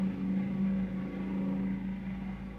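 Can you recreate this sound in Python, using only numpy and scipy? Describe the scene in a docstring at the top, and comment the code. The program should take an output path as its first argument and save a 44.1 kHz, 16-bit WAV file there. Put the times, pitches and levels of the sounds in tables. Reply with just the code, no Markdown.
"""Over open grass and houses, a light helicopter hovers some way off.
Its main rotor drones on harmonics of the blade-passing rate; three stand out and fade in turn.
Each blade sheds a swish of turbulent air, and the fuzzy whines of the shrouded tail fan pulse in the
rotor's wake. The turbines hiss, with faint tones and, near the end, two thin whistles.
Beneath it all lie the low rumble of the downwash and a faint steady hiss."""
import sys
import numpy as np
from scipy import signal
from scipy.fft import rfft, irfft, next_fast_len
from scipy.io import wavfile
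from scipy.ndimage import uniform_filter1d

SR = 44100
rng = np.random.default_rng(int(sys.argv[2]) if len(sys.argv) > 2 else 0)


def transcribe(signal):
    """Save signal, clipped to [-1, 1], as a 16-bit WAV file at the path in sys.argv[1]."""
    frames = np.atleast_2d(signal).T
    limited = np.clip(frames, -1, 1)
    pcm = np.round(limited * 32767).astype(np.int16)
    wavfile.write(sys.argv[1], SR, pcm)


N = 113778
T = np.arange(N) / SR

# The loud drone near harmonic 7. Each row: time in seconds, pitch in Hz, relative level in dB.
DRONE_TRACK = [(0.0, 192, -31.5), (0.03, 190.4, -28.5), (0.07, 189.8, -29), (0.16, 191.3, -42.5),
               (0.19, 187.8, -40), (0.22, 190, -33.5), (0.37, 191, -29.5), (0.48, 194.1, -33.5),
               (0.57, 191.7, -35.5), (0.61, 193, -27.5), (0.75, 192.8, -31), (0.84, 188.7, -30.5),
               (0.9, 188.9, -41.5), (0.95, 189.1, -34), (1.06, 190.4, -37.5), (1.11, 191, -49),
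               (1.14, 190, -40.5), (1.21, 190.5, -35), (1.29, 192.1, -37.5), (1.34, 191.9, -33),
               (1.74, 192.1, -32.5), (1.81, 192.0, -39.5), (1.87, 191, -33.5), (2.03, 192.0, -42),
               (2.08, 191.7, -35), (2.12, 191.8, -36), (2.16, 190.5, -42.5), (2.28, 191.5, -36),
               (2.34, 192.4, -40), (2.38, 193.9, -55), (2.42, 193.1, -40.5), (2.5, 193.1, -45),
               (2.58, 190, -47.5)]
# The throb (harmonic 2) and the hum (harmonic 10). Each row: time in seconds, relative level in dB.
THROB_LEVEL = [(0.0, -55), (0.1, -53.5), (0.3, -56.5), (0.42, -60.5), (0.6, -55), (0.84, -46.5),
               (0.95, -52), (1.2, -53.5), (1.3, -49.5), (1.4, -56.5), (1.7, -49), (2.08, -50), (2.33, -47),
               (2.45, -48.5), (2.58, -47.5)]
HUM_LEVEL = [(0.0, -51.5), (0.08, -48.5), (0.2, -42.5), (0.4, -46.5), (0.52, -56), (0.7, -61), (0.95, -55),
             (1.08, -46.5), (1.25, -48.5), (1.5, -42), (1.78, -47), (1.92, -58), (2.05, -61), (2.22, -54.5),
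             (2.4, -75), (2.58, -63)]
# The weaker harmonics in three groups. Each row: harmonic number, level in dB relative to its group.
LOW_HARMONICS = [(3, -13.5), (4, -12.5), (5, -6.5), (6, -7.5), (8, -7)]
CHOP_HARMONICS = [(9, -15), (11, -5), (12, -7), (13, -7), (14, -8.5), (15, -13), (16, -16), (17, -19.5)]
BUZZ_HARMONICS = [(18, -3.5), (19, -7.5), (20, -4.5), (21, -16.5), (22, -20.5), (23, -21), (27, -16.5)]
# The groups' levels; the downwash shares the low one. Each row: time in seconds, relative level in dB.
LOW_LEVEL = [(0.0, -46.5), (0.35, -46), (0.55, -44.5), (0.75, -47), (1.0, -47.5), (1.3, -49), (1.55, -46),
             (1.85, -49), (2.15, -48.5), (2.35, -50), (2.58, -49.5)]
CHOP_LEVEL = [(0.0, -51), (0.2, -50.0), (0.45, -51.5), (0.62, -48.5), (0.78, -53.5), (0.95, -49.5),
              (1.15, -49), (1.33, -44.5), (1.55, -50), (1.75, -54.5), (2.0, -60.5), (2.3, -58),
              (2.58, -56.5)]
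BUZZ_LEVEL = [(0.0, -52), (0.2, -59), (0.45, -53.5), (0.65, -52.5), (0.8, -54), (1.0, -53.5), (1.17, -49.5),
              (1.3, -56.5), (1.5, -49), (1.75, -63.5), (2.1, -66), (2.4, -67), (2.58, -57.5)]


def main_rotor(passes):
    """Periodic excitation: regular blade passes radiate a harmonic series, led by three partials."""
    drone_cycles = np.cumsum(curve(DRONE_TRACK)) / SR
    drone = amp(curve(DRONE_TRACK, column=2) - 0.5) * np.cos(2 * np.pi * drone_cycles)
    throb = amp(curve(THROB_LEVEL)) * np.cos(2 * np.pi * 2 * passes)
    hum = amp(curve(HUM_LEVEL) + 1) * np.cos(2 * np.pi * 10 * passes)
    low = fading_harmonics(passes, LOW_HARMONICS, LOW_LEVEL)
    chop = fading_harmonics(passes, CHOP_HARMONICS, CHOP_LEVEL)
    buzz = fading_harmonics(passes, BUZZ_HARMONICS, BUZZ_LEVEL)
    return np.sqrt(2) * (drone + throb + hum + low + chop + buzz)


def fading_harmonics(passes, harmonics, level, depth=0.49, fading_hz=9):
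    """Scintillation: turbulent air stirs the amplitude and phase of each harmonic separately."""
    group = np.zeros(N)
    for number, db in harmonics:
        air = unit(1 + depth * (drift(fading_hz) + 1j * drift(fading_hz)))
        cycles = number * passes + 0.25 * rng.standard_normal()  # scattered starting phase
        group += amp(db) * (air * np.exp(2j * np.pi * cycles)).real
    return amp(curve(level)) * group


# The colour of the swish. Each row: frequency in Hz, relative spectral density in dB.
SWISH_SPECTRUM = [(150, -10.5), (280, -2), (400, -0.5), (530, 1.5), (620, -2), (710, -8.5), (810, -0.5),
                  (890, -0.5), (960, -1), (1030, -14), (1200, -7), (1400, -10.5), (2500, -11),
                  (6000, -41.5)]
# Its loudness. Each row: time in seconds, relative level in dB.
SWISH_ENVELOPE = [(0.0, -58), (0.25, -60), (0.6, -61), (0.9, -60), (1.1, -59), (1.35, -54), (1.55, -54),
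                  (1.8, -58.5), (2.1, -58.0), (2.58, -61.5)]


def blade_swish(passes):
    """Turbulence noise: each blade sheds a puff of eddying air."""
    gain = amp(curve(SWISH_ENVELOPE) + 1) * blade_pulse(passes, depth=0.22)
    return gain * noise(SWISH_SPECTRUM, patch_db=1.5)


def blade_pulse(passes, depth):
    """Amplitude modulation: a gain that swells briefly at each blade pass."""
    return unit(1 + depth * sum(np.cos(2 * np.pi * k * passes) / k for k in (1, 2, 3)))


# The three fan whines. Each row: frequency in Hz, width in Hz, level offset in dB.
FAN_WHINES = [(954, 27, -1), (1133, 26, 0), (2029, 105, -0.5)]
# Their loudness. Each row: time in seconds, relative levels of the low, middle and high whine in dB.
FAN_LEVELS = [(0.0, -61, -61.5, -68), (0.2, -75, -64, -70.5), (0.48, -66.5, -65.0, -60.5),
              (0.65, -62.5, -62.5, -68), (0.85, -67.5, -68.5, -61.5), (1.02, -63, -57.5, -65),
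              (1.2, -63.5, -64, -61), (1.4, -56.5, -62.5, -61.5), (1.58, -62, -59, -62.5),
              (1.7, -62.5, -66.5, -57.5), (1.85, -65.5, -74.5, -63), (2.05, -65.5, -73.5, -61.5),
              (2.28, -65, -65.5, -60.5), (2.45, -75, -63, -67), (2.58, -71, -61, -65)]


def tail_fan(passes):
    """Wake modulation: the fan's narrow-band whines pulse at the main rotor's blade rate."""
    whines = sum(amp(db + curve(FAN_LEVELS, column)) * narrow_band(hz, width_hz)
                 for column, (hz, width_hz, db) in enumerate(FAN_WHINES, start=1))
    return blade_pulse(passes, depth=0.18) * whines


# The exhaust hiss and its treble. Each row: frequency in Hz, relative spectral density in dB.
HISS_SPECTRUM = [(100, -3), (500, -0.5), (850, 2.5), (1040, -6), (1250, -2.5), (1600, 1.5), (1880, -0.5),
                 (2030, 1), (2220, 1), (2300, -2.5), (2380, 2), (2480, -7), (2830, -4), (2960, -8.5),
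                 (3500, -13), (4200, -20.5), (5200, -34), (8000, -50.5)]
TREBLE_SPECTRUM = [(2000, -20), (3800, 1), (4700, -0.5), (5900, -4), (7000, -9.5), (10000, -15.5),
                   (15000, -20)]
# Their loudness. Each row: time in seconds, relative level in dB.
HISS_ENVELOPE = [(0.03, -59), (0.25, -62), (0.5, -59.5), (0.75, -61), (0.95, -62), (1.2, -58.5),
                 (1.45, -66), (1.7, -63.0), (2.05, -63), (2.28, -60.5), (2.45, -64.5), (2.58, -64)]
TREBLE_ENVELOPE = [(0.05, -75), (0.5, -76.5), (0.85, -77), (1.15, -76.5), (1.43, -76.5), (1.65, -80),
                   (2.1, -79.5), (2.3, -76.5), (2.58, -79.5)]


def turbine_exhaust():
    """High-frequency absorption: the exhaust's broadband hiss, fluttering slightly, is dull from afar."""
    flutter_db = drift(rate_hz=30)
    hiss = amp(curve(HISS_ENVELOPE) + 5 + flutter_db) * noise(HISS_SPECTRUM, patch_db=2.5)
    treble = amp(curve(TREBLE_ENVELOPE) + 0.5) * noise(TREBLE_SPECTRUM, patch_db=1)
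    return hiss + treble


# Steady tones, and whistles at their loudest. Each row: frequency in Hz, width in Hz, level in dB.
TURBINE_TONES = [(755, 3.9, -72.5), (804, 16, -67), (2385, 66, -73.5), (3480, 140, -79.5)]
TURBINE_WHISTLES = [(4706, 90, -85), (9600, 220, -88)]


def turbine_tones(whistle_at_s=2.48, spread_s=0.078):
    """Narrow-band radiation: faint engine tones persist, and thin whistles come through briefly."""
    tones = sum(amp(db) * narrow_band(hz, width_hz) for hz, width_hz, db in TURBINE_TONES)
    whistles = sum(amp(db) * narrow_band(hz, width_hz) for hz, width_hz, db in TURBINE_WHISTLES)
    swell = np.exp(-((T - whistle_at_s) / spread_s) ** 2)
    return tones + swell * whistles


# The colour of the downwash. Each row: frequency in Hz, relative spectral density in dB.
DOWNWASH_SPECTRUM = [(15, -28.5), (30, -20), (52, -8.5), (75, -6.5), (100, -15), (135, 1), (190, -1),
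                     (230, 4), (300, -16), (420, -23.5), (800, -58.5)]


def downwash():
    """Flow noise: the air driven down by the rotor rumbles at low frequencies."""
    return amp(curve(LOW_LEVEL) + 0.5) * noise(DOWNWASH_SPECTRUM, patch_db=1)


# The colour of the background. Each row: frequency in Hz, relative spectral density in dB.
BACKGROUND_SPECTRUM = [(4000, -1.5), (7000, -1), (10000, -7), (15000, -5)]


def background_hiss(level_db=-84):
    """Noise floor: a faint steady hiss lies under everything."""
    return amp(level_db) * noise(BACKGROUND_SPECTRUM, patch_db=2)


def noise(spectrum, patch_db):
    """Spectral shaping: coloured noise of unit rms, with drifting patches from the moving air."""
    hz = np.fft.rfftfreq(2048, 1 / SR)
    knot_hz, knot_db = np.transpose(spectrum)
    colour_db = np.interp(np.log(hz + 1), np.log(knot_hz), knot_db)
    real, imag, patches = rng.standard_normal((3, len(hz), N // 512 + 5))
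    patches = uniform_filter1d(patches, size=8, axis=0)  # smooth across frequency
    patches = unit(uniform_filter1d(patches, size=12, axis=1))  # and across time
    frames = (real + 1j * imag) * amp(colour_db[:, None] + patch_db * patches)
    return unit(signal.istft(frames, nperseg=2048, noverlap=1536)[1][:N])


def narrow_band(hz, width_hz):
    """Resonance: white noise through one steep peak becomes a fuzzy tone."""
    size = next_fast_len(N)
    detuning = (np.fft.rfftfreq(size, 1 / SR) - hz) / (0.8 * width_hz)
    white = rfft(rng.standard_normal(size))
    return unit(irfft(white / (1 + detuning ** 2), size)[:N])


def drift(rate_hz):
    """Superposition: sines of random phase, up to the given rate, sum to smooth motion of unit size."""
    times = np.linspace(0, T[-1], num=600)
    hz = rate_hz * np.geomspace(0.1, 1, num=16)[:, None]
    sines = np.sin(2 * np.pi * (hz * times + rng.random(hz.shape)))
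    return np.interp(T, times, unit(sines.sum(0)))


def curve(points, column=1):
    """Linear interpolation: one column of a time table at every sample."""
    rows = np.array(points)
    return np.interp(T, rows[:, 0], rows[:, column])


def amp(db):
    """The decibel scale: a level becomes an amplitude gain."""
    return 10 ** (np.asarray(db) / 20)


def unit(x):
    """Normalisation to an rms of one."""
    return x / np.sqrt(np.mean(abs(x) ** 2) + 1e-20)


def scene(blade_hz=27.49, wobble=0.003):
    """Superposition: all sources add in one channel, with rotor, swish and fan sharing one blade rate."""
    blade_rate = blade_hz * (1 + wobble * drift(rate_hz=5))
    passes = np.cumsum(blade_rate) / SR  # running count of blade passes
    background = background_hiss()
    rotor = main_rotor(passes) + downwash() + blade_swish(passes)
    return (rotor + tail_fan(passes) + turbine_exhaust() + turbine_tones() + background)[None]


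def record(dry, cutoff_hz=15300):
    """Band limiting: a steep low-pass filter removes the highest treble."""
    lowpass = signal.firwin(511, cutoff_hz, window=("kaiser", 9), fs=SR)
    return signal.oaconvolve(dry, lowpass[None], "same")


dry = scene()
out = record(dry)
transcribe(out)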